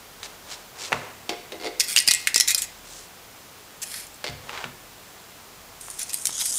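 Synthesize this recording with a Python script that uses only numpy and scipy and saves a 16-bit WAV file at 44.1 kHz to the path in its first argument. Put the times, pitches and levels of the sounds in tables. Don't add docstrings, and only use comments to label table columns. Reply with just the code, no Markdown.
import sys
import numpy as np
from scipy import signal
from scipy.fft import rfft, irfft
from scipy.io import wavfile
from scipy.ndimage import uniform_filter1d

SR = 44100
rng = np.random.default_rng(int(sys.argv[2]) if len(sys.argv) > 2 else 0)


def master_out(mix):
    frames = np.transpose(np.atleast_2d(mix))
    ceiling = np.clip(frames, -1, 1)
    pcm = np.round(ceiling * 32767).astype(np.int16)
    wavfile.write(sys.argv[1], SR, pcm)


N = 290178

# f/Hz, level/dB
HISS_SPECTRUM = [(15, -31), (25, -4), (48, -21), (69, -5.5), (340, -9), (410, -7.5), (598, -9), (666, -7.5),
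                 (1270, -9.5), (1530, -11), (2230, -12.5), (7100, -16), (7700, -18), (12200, -20),
                 (15500, -17)]
# f/Hz, width/Hz, level/dB
WHINE_BANDS = [(39.9, 3.3, -66), (7640, 29, -70), (15135, 40, -100)]
# t/s, duration/s, level/dB, centre f/Hz
PAD_BRUSHES = [(0.224, 0.053, -39.5, 4170), (0.482, 0.088, -38.5, 4300), (0.777, .125, -36.5, 4500),
               (.918, 0.068, -33.5, 970), (.95, 0.22, -45, 1010), (2.838, .25, -46, 8000),
               (4.463, 0.25, -38.5, 1610)]
# f/Hz, level/dB
FUR_SPECTRUM = [(80, -23), (400, 16), (900, 13.5), (2000, 7), (3500, 7), (7500, 6.5), (10000, -0.5),
                (15000, -15)]
# t/s, level/dB, centre f/Hz
TAPS_AND_THUMPS = [(0.231, -19.5, 5230), (.921, -9, 1020), (0.9281, -3.5, 1700), (2.088, -25, 197),
                   (2.3605, -16, 180), (4.494, -19, 2020), (4.576, -20, 3020), (4.642, -15, 1750),
                   (5.884, -25.5, 1160), (6.293, -24.5, 990), (6.422, -26, 1210)]
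# f/Hz, level/dB
TAP_SPECTRUM = [(60, 1.5), (300, -4), (900, 0), (1600, -0.5), (2800, -2), (5000, -11), (9000, -17),
                (15000, -22)]
# f/Hz, t60/s
ROOM_DECAY = [(100, 0.91), (500, 0.62), (2000, 0.87), (6000, 0.42), (15000, 0.21)]
# t/s, level/dB, centre f/Hz
DOOR_PUSHES = [(0.927, -33.5, 166), (4.291, -34, 116), (4.644, -39, 197)]
# f/Hz, level/dB, t60/s
FRAME_MODES = [(68.3, -2, 0.64), (103.2, -5, 0.72), (140, 7, 0.15), (178.7, -3, 0.18), (246.5, -2, 0.33),
               (364, 4, 0.21)]
# t/s, level/dB, centre f/Hz, coupling to the panel/dB
CLAW_KNOCKS = [(1.293, -4.5, 3300, -0.5), (1.521, -14, 2890, -10), (1.643, -18, 3520, -23),
               (4.242, -8, 2380, -4), (4.251, -25, 2200, 5)]
# t/s, duration/s, level/dB, centre f/Hz, coupling to the panel/dB
CLAW_SCRATCHES = [(1.302, 0.043, -35.5, 900, 2.5), (1.518, 0.048, -50.5, 690, 15),
                  (1.606, 0.066, -55, 3030, 7), (4.246, 0.054, -29, 2880, 1.5)]
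# f/Hz, level/dB
CLAW_SPECTRUM = [(100, -10.5), (350, 0.5), (750, -3.5), (1300, -4), (2200, -2), (4500, -1), (7000, -9.5),
                 (15000, -24)]
# f/Hz, gain/dB, t60/s
PANEL_MODES = [(333, 10, .12), (385.5, 19, .19), (435, 13, .068), (500, 16, .12), (594.5, 16.5, .2),
               (704, 15, .2), (818, 7, .2), (1005, 2, .27), (1980, 3, .048), (2100, 4, .062),
               (2600, -3, .22), (4540, 1, .041)]
# t/s, level/dB, note f/Hz, gap/s, second contact re first/dB, coupling to the modes/dB
METAL_CLINKS = [(1.799, -4, 5230, .0065, -1, 3), (1.9627, 0.5, 2840, 0.01, -2.5, -5.5),
                (1.98, -2, 4950, 0.0082, 0, -6), (2.002, -8.5, 8750, .02, -13, 7.5),
                (2.077, -0.5, 4720, .0085, 0.5, 7.5), (2.1105, -1, 3980, 0.0055, -1.5, -12),
                (2.137, -5.5, 7950, 0.011, -2.5, 7.5), (2.2723, -2, 2056, 0.00116, -9, -2),
                (2.344, -5.5, 4950, .016, 6, 5), (2.379, -8, 5570, 0.021, 7, 5.5),
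                (2.408, 0.5, 5180, .012, -19, -9), (2.483, -6, 6900, 0.023, -3, 11),
                (2.547, -3, 5020, 0.0025, -20, -16), (2.581, -12, 8650, 0.039, 1, -17),
                (3.822, -28, 7900, 0.0076, 5, -4), (3.942, -22, 1900, 0.034, -10, 6),
                (4.068, -32, 7460, 0.0027, -11, -15), (4.143, -33.5, 8100, .016, -5, -15),
                (4.274, -38, 2600, 0.024, 7, 4), (5.811, -25.5, 9450, 0.015, -18, -6),
                (5.902, -21, 9200, 0.0093, -5, -16), (5.993, -18, 9800, 0.037, 0, 6.5),
                (6.095, -21.5, 6150, 0.0084, -4, 9.5), (6.133, -17, 8700, 0.0096, 7.5, -10),
                (6.255, -7, 9360, 0.015, -1.5, -20), (6.457, -13, 9700, 0.0043, 0, -16),
                (6.555, -24, 9200, 0.014, 0, -12)]
# t/s, duration/s, level/dB, note f/Hz
METAL_SLIDES = [(1.794, 0.027, -19.5, 6500), (1.821, 0.062, -31, 5430), (1.874, 0.092, -24, 8500),
                (2.064, .05, -28, 4900), (2.15, 0.14, -39, 4100), (2.473, 0.057, -16.5, 7000),
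                (2.576, 0.032, -23, 7300), (2.61, 0.049, -26.5, 6750), (3.817, 0.027, -25, 6340),
                (3.834, 0.26, -35, 10200), (3.898, 0.16, -38, 2250), (5.984, 0.063, -27, 6030),
                (6.393, 0.039, -23.5, 3340)]
# f/Hz, level/dB
METAL_SPECTRUM = [(150, 20.5), (900, -6.5), (1400, -5.5), (2000, -1), (3000, -2.5), (5000, 0.5), (9000, 2),
                  (12000, -2.5), (15500, -10.5)]
# f/Hz, gain/dB, t60/s
METAL_MODES = [(1945, 6.5, .12), (2085, 7, .17), (2490, 5.5, .26), (2642, 4, .28), (2762, -1, .16),
               (3110, -4, .22), (3375, -1, .22), (3811, -3, .12), (4085, -1, .16), (4186, 1, .2),
               (4362, 1, .22), (4663, 0, .12), (5015, 3, .15), (5250, 1, .12), (5456, 3, .13),
               (6050, -2, .12), (7062, 2, .1), (7560, -3, .12), (8290, 1, .18), (8800, 0, .16),
               (9440, -1, .1), (10200, -2, .1)]
# t/s, level/dB, note f/Hz
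DRAG_COURSE = [(5.8, -44.5, 8140), (5.978, -45.5, 9130), (6.046, -49, 6260), (6.134, -39, 8700),
               (6.292, -37.5, 8710), (6.318, -37.5, 6700), (6.394, -29, 6260), (6.45, -29.5, 8700),
               (6.516, -28.5, 7740), (6.548, -30, 9300), (6.58, -24, 8750)]
# f/Hz, level/dB
RASP_SPECTRUM = [(150, -34), (1000, 26), (2500, -12), (3200, 2), (4200, -10.5), (6000, -4), (9500, -4),
                 (11500, -9), (13000, -16), (15500, -43)]


def amp(db):
    return 10 ** (np.asarray(db) / 20)


def unit_rms(x):
    return x / np.sqrt(np.mean(x ** 2) + 1e-20)


def curve_at(points, hz):
    f, value = np.transpose(points)
    return np.interp(np.log(hz + 1), np.log(f + 1), value)


def add(mix, s, sound):
    part = mix[round(s * SR):][:len(sound)]
    part += sound[:len(part)]


def background():
    hz = np.fft.rfftfreq(N, 1 / SR)
    noise = rfft(rng.standard_normal(N))
    low_cut = hz ** 2 / np.sqrt(hz ** 4 + 36 ** 4)
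    out = amp(-45.5) * unit_rms(irfft(noise * low_cut * amp(curve_at(HISS_SPECTRUM, hz)), N))
    for line_hz, width, db in WHINE_BANDS:
        band = np.exp(-(2 * (hz - line_hz) / width) ** 2)
        out += amp(db) * unit_rms(irfft(noise * band, N))
    return out


def colour(x, spectrum, centre_hz, focus_db, size=2048):
    hz = np.fft.rfftfreq(size, 1 / SR)
    octaves = np.log2((hz + 1) / centre_hz)
    db = curve_at(spectrum, hz) - focus_db * octaves ** 2 / np.sqrt(1 + (octaves / 2) ** 2)
    log_gain = np.log(amp(np.maximum(db, -100)))
    log_gain = np.r_[log_gain, log_gain[-2:0:-1]]
    response = np.fft.ifft(np.exp(np.conj(signal.hilbert(log_gain)))).real
    return signal.fftconvolve(x, response[:size // 2])


def friction(length_s, spectrum, centre_hz, focus_db, slips_per_s, spread_db, smooth, skew):
    longest = SR // 3
    slipping = rng.random(longest) < slips_per_s / SR
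    strength = amp(spread_db * np.minimum(rng.exponential(1, longest), 3))
    slips = unit_rms(slipping * strength * rng.choice([-1, 1], longest))
    force = slips + smooth * rng.standard_normal(longest)
    progress = np.linspace(0, 1, min(int(length_s * SR), longest))
    swell = np.sin(np.pi * progress ** skew)
    sound = colour(force[:len(swell)] * swell, spectrum, centre_hz, focus_db)
    return sound / np.sqrt(np.sum(sound ** 2) / len(swell))


def brushing():
    out = np.zeros(N)
    for s, length_s, db, hz in PAD_BRUSHES:
        pad = friction(length_s, FUR_SPECTRUM, hz, focus_db=4,
                       slips_per_s=1400, spread_db=2.2, smooth=0.22, skew=0.89)
        fur = friction(length_s + 0.19, FUR_SPECTRUM, 0.29 * hz, focus_db=1,
                       slips_per_s=3000, spread_db=2.2, smooth=0.3, skew=0.61)
        add(out, s, amp(db - 1) * pad)
        add(out, s - 0.05, amp(db - 11) * fur)
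    return out


def impact(spectrum, centre_hz, focus_db, snap_s, tail_s, tail_db, spike):
    t = np.arange(SR // 10) / SR
    envelope = np.exp(-t / snap_s) + amp(tail_db) * np.exp(-t / tail_s)
    force = rng.standard_normal(len(t)) * envelope
    force[0] += spike
    sound = colour(force, spectrum, centre_hz, focus_db)
    return sound / np.sqrt(np.mean(sound[:SR // 500] ** 2))


def taps_and_thumps():
    out = np.zeros(N)
    for s, db, hz in TAPS_AND_THUMPS:
        tap = impact(TAP_SPECTRUM, hz, focus_db=2.5, snap_s=0.00067, tail_s=0.0038, tail_db=-3.5, spike=3.4)
        add(out, s, amp(db - 8) * tap)
    return out


def room(x):
    echoes_per_s = 3000
    echoes = rng.choice([-1., 1.], SR // 2) * (rng.random(SR // 2) < echoes_per_s / SR)
    echoes[:SR // 300] = 0
    hz, t, bands = signal.stft(echoes, SR, nperseg=256)
    decay = amp(-60 * t / curve_at(ROOM_DECAY, hz)[:, None])
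    tail = signal.istft(bands * decay, SR, nperseg=256)[1]
    return signal.fftconvolve(x, tail / np.linalg.norm(tail))[:N]


def door_rocking():
    out = np.zeros(N)
    t = np.arange(SR) / SR
    onset = 1 - np.exp(-t / 0.012)
    for s, push_db, centre_hz in DOOR_PUSHES:
        for hz, db, t60 in FRAME_MODES:
            missed_db = 7 * np.log2(hz / centre_hz) ** 2
            swing = onset * np.sin(2 * np.pi * (hz * t + rng.random()))
            add(out, s, amp(push_db + db - missed_db - 60 * t / t60) * swing)
    return out


def resonate(force, modes):
    t = np.arange(SR // 2) / SR
    response = np.zeros(len(t))
    for hz, db, t60 in modes:
        damping = np.log(1000) / t60
        response += amp(db) * 2 * damping / SR * np.exp(-damping * t) * np.cos(2 * np.pi * hz * t)
    return signal.fftconvolve(force, response)[:N]


def claws_on_door():
    direct, drive = np.zeros(N), np.zeros(N)
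    for s, db, hz, panel_db in CLAW_KNOCKS + judder():
        knock = amp(db - 16.5) * impact(CLAW_SPECTRUM, hz, focus_db=0.62,
                                        snap_s=0.0016, tail_s=0.0084, tail_db=1, spike=1.7)
        add(direct, s, knock)
        add(drive, s, amp(panel_db) * knock)
    for s, length_s, db, hz, panel_db in CLAW_SCRATCHES:
        scratch = amp(db - 8) * friction(length_s, CLAW_SPECTRUM, hz, focus_db=2.5,
                                         slips_per_s=410, spread_db=4, smooth=0.17, skew=1.04)
        add(direct, s, scratch)
        add(drive, s, amp(panel_db) * scratch)
    return direct + resonate(drive, PANEL_MODES)


def judder():
    start_s, length_s, first_gap_s, last_gap_s = 1.599, 0.075, 0.013, 0.0066
    first_db, growth_db, centre_hz, panel_db = -24, 11, 3300, 5
    catches, pull = [], 0
    while pull < 1:
        catches.append((start_s + pull * length_s, first_db + pull * growth_db, centre_hz, panel_db))
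        pull += np.interp(pull, [0, 1], [first_gap_s, last_gap_s]) / length_s
    return catches


def contact_spectrum(spectrum, note_hz, note_db, width_hz, ripple_db):
    hz = np.arange(100, 16000, 170)
    ripple = unit_rms(uniform_filter1d(rng.standard_normal(len(hz)), size=2))
    peak = note_db / (1 + ((hz - note_hz) / width_hz) ** 2)
    return np.transpose([hz, curve_at(spectrum, hz) + peak + ripple_db * ripple])


def chatter(length_s, spectrum, note_hz, note_db, focus_db, count):
    pieces = [contact_spectrum(spectrum, note_hz, note_db, width_hz=220, ripple_db=6)
              for _ in range(count)]
    skips = [friction(length_s, piece, note_hz, focus_db,
                      slips_per_s=220, spread_db=3.5, smooth=0.2, skew=0.74) for piece in pieces]
    return sum(skips) / np.sqrt(count)


def perturbed(modes):
    shifts, strengths = rng.standard_normal((2, len(modes)))
    return [(hz * (1 + 0.004 * shift), db + 2 * strength, t60)
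            for (hz, db, t60), shift, strength in zip(modes, shifts, strengths)]


def slides():
    direct, ringing = np.zeros(N), np.zeros(N)
    for s, length_s, db, hz in METAL_SLIDES:
        slide = amp(db - 2) * chatter(length_s, METAL_SPECTRUM, hz, note_db=8.5, focus_db=-0.18, count=7)
        add(direct, s, slide)
        add(ringing, s, amp(-3.5) * resonate(slide, perturbed(METAL_MODES)))
    return direct, ringing


def clinks():
    direct, ringing = np.zeros(N), np.zeros(N)
    for s, db, hz, gap_s, second_db, ring_db in METAL_CLINKS:
        drive = np.zeros(SR // 8)
        for after_s, contact_db in ((0, db), (gap_s, db + second_db)):
            edge = contact_spectrum(METAL_SPECTRUM, hz, note_db=12, width_hz=350, ripple_db=3.5)
            click = impact(edge, hz, focus_db=2.6, snap_s=0.0016, tail_s=0.014, tail_db=-13, spike=5.5)
            jolt = impact(METAL_SPECTRUM, centre_hz=2780, focus_db=2.5,
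                          snap_s=0.00051, tail_s=0.0023, tail_db=-18, spike=5.5)
            add(direct, s + after_s, amp(contact_db - 7) * click)
            add(drive, after_s, amp(contact_db + ring_db - 10) * jolt)
        add(ringing, s, resonate(drive, perturbed(METAL_MODES)))
        settling = chatter(0.015, METAL_SPECTRUM, hz, note_db=0, focus_db=-2, count=3)
        add(direct, s, amp(db - 26) * settling)
    return direct, ringing


def drag():
    grip_s = 0.04
    times, db, hz = np.transpose(DRAG_COURSE)
    rasp = np.zeros(N)
    for s in np.arange(times[0], times[-1], grip_s):
        note_hz = np.interp(s + grip_s, times, hz)
        add(rasp, s, chatter(2 * grip_s, RASP_SPECTRUM, note_hz, note_db=5, focus_db=8.5, count=5))
    rasp *= amp(np.interp(np.arange(N) / SR, times, db) - 2)
    return rasp, amp(-2) * resonate(rasp, METAL_MODES)


def metal():
    direct, ringing = np.sum([clinks(), slides(), drag()], axis=0)
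    radiation = signal.butter(5, 1450, "highpass", fs=SR, output="sos")
    return signal.sosfilt(radiation, direct) + ringing


def scene():
    jangle = metal()
    wood = claws_on_door() + door_rocking()
    touches = taps_and_thumps() + brushing()
    echoes = room(amp(-15.5) * (touches + jangle) + amp(-9) * wood)
    return (touches + wood + jangle + echoes + background())[None]


def record(dry):
    ceiling, edge_hz = 0.72, 15600
    saturated = dry / (1 + (dry / ceiling) ** 4) ** (1 / 4)
    lowpass = signal.firwin(511, edge_hz, window=("kaiser", 9), fs=SR)
    return signal.oaconvolve(saturated, lowpass[None], "same")


dry = scene()
out = record(dry)
master_out(out)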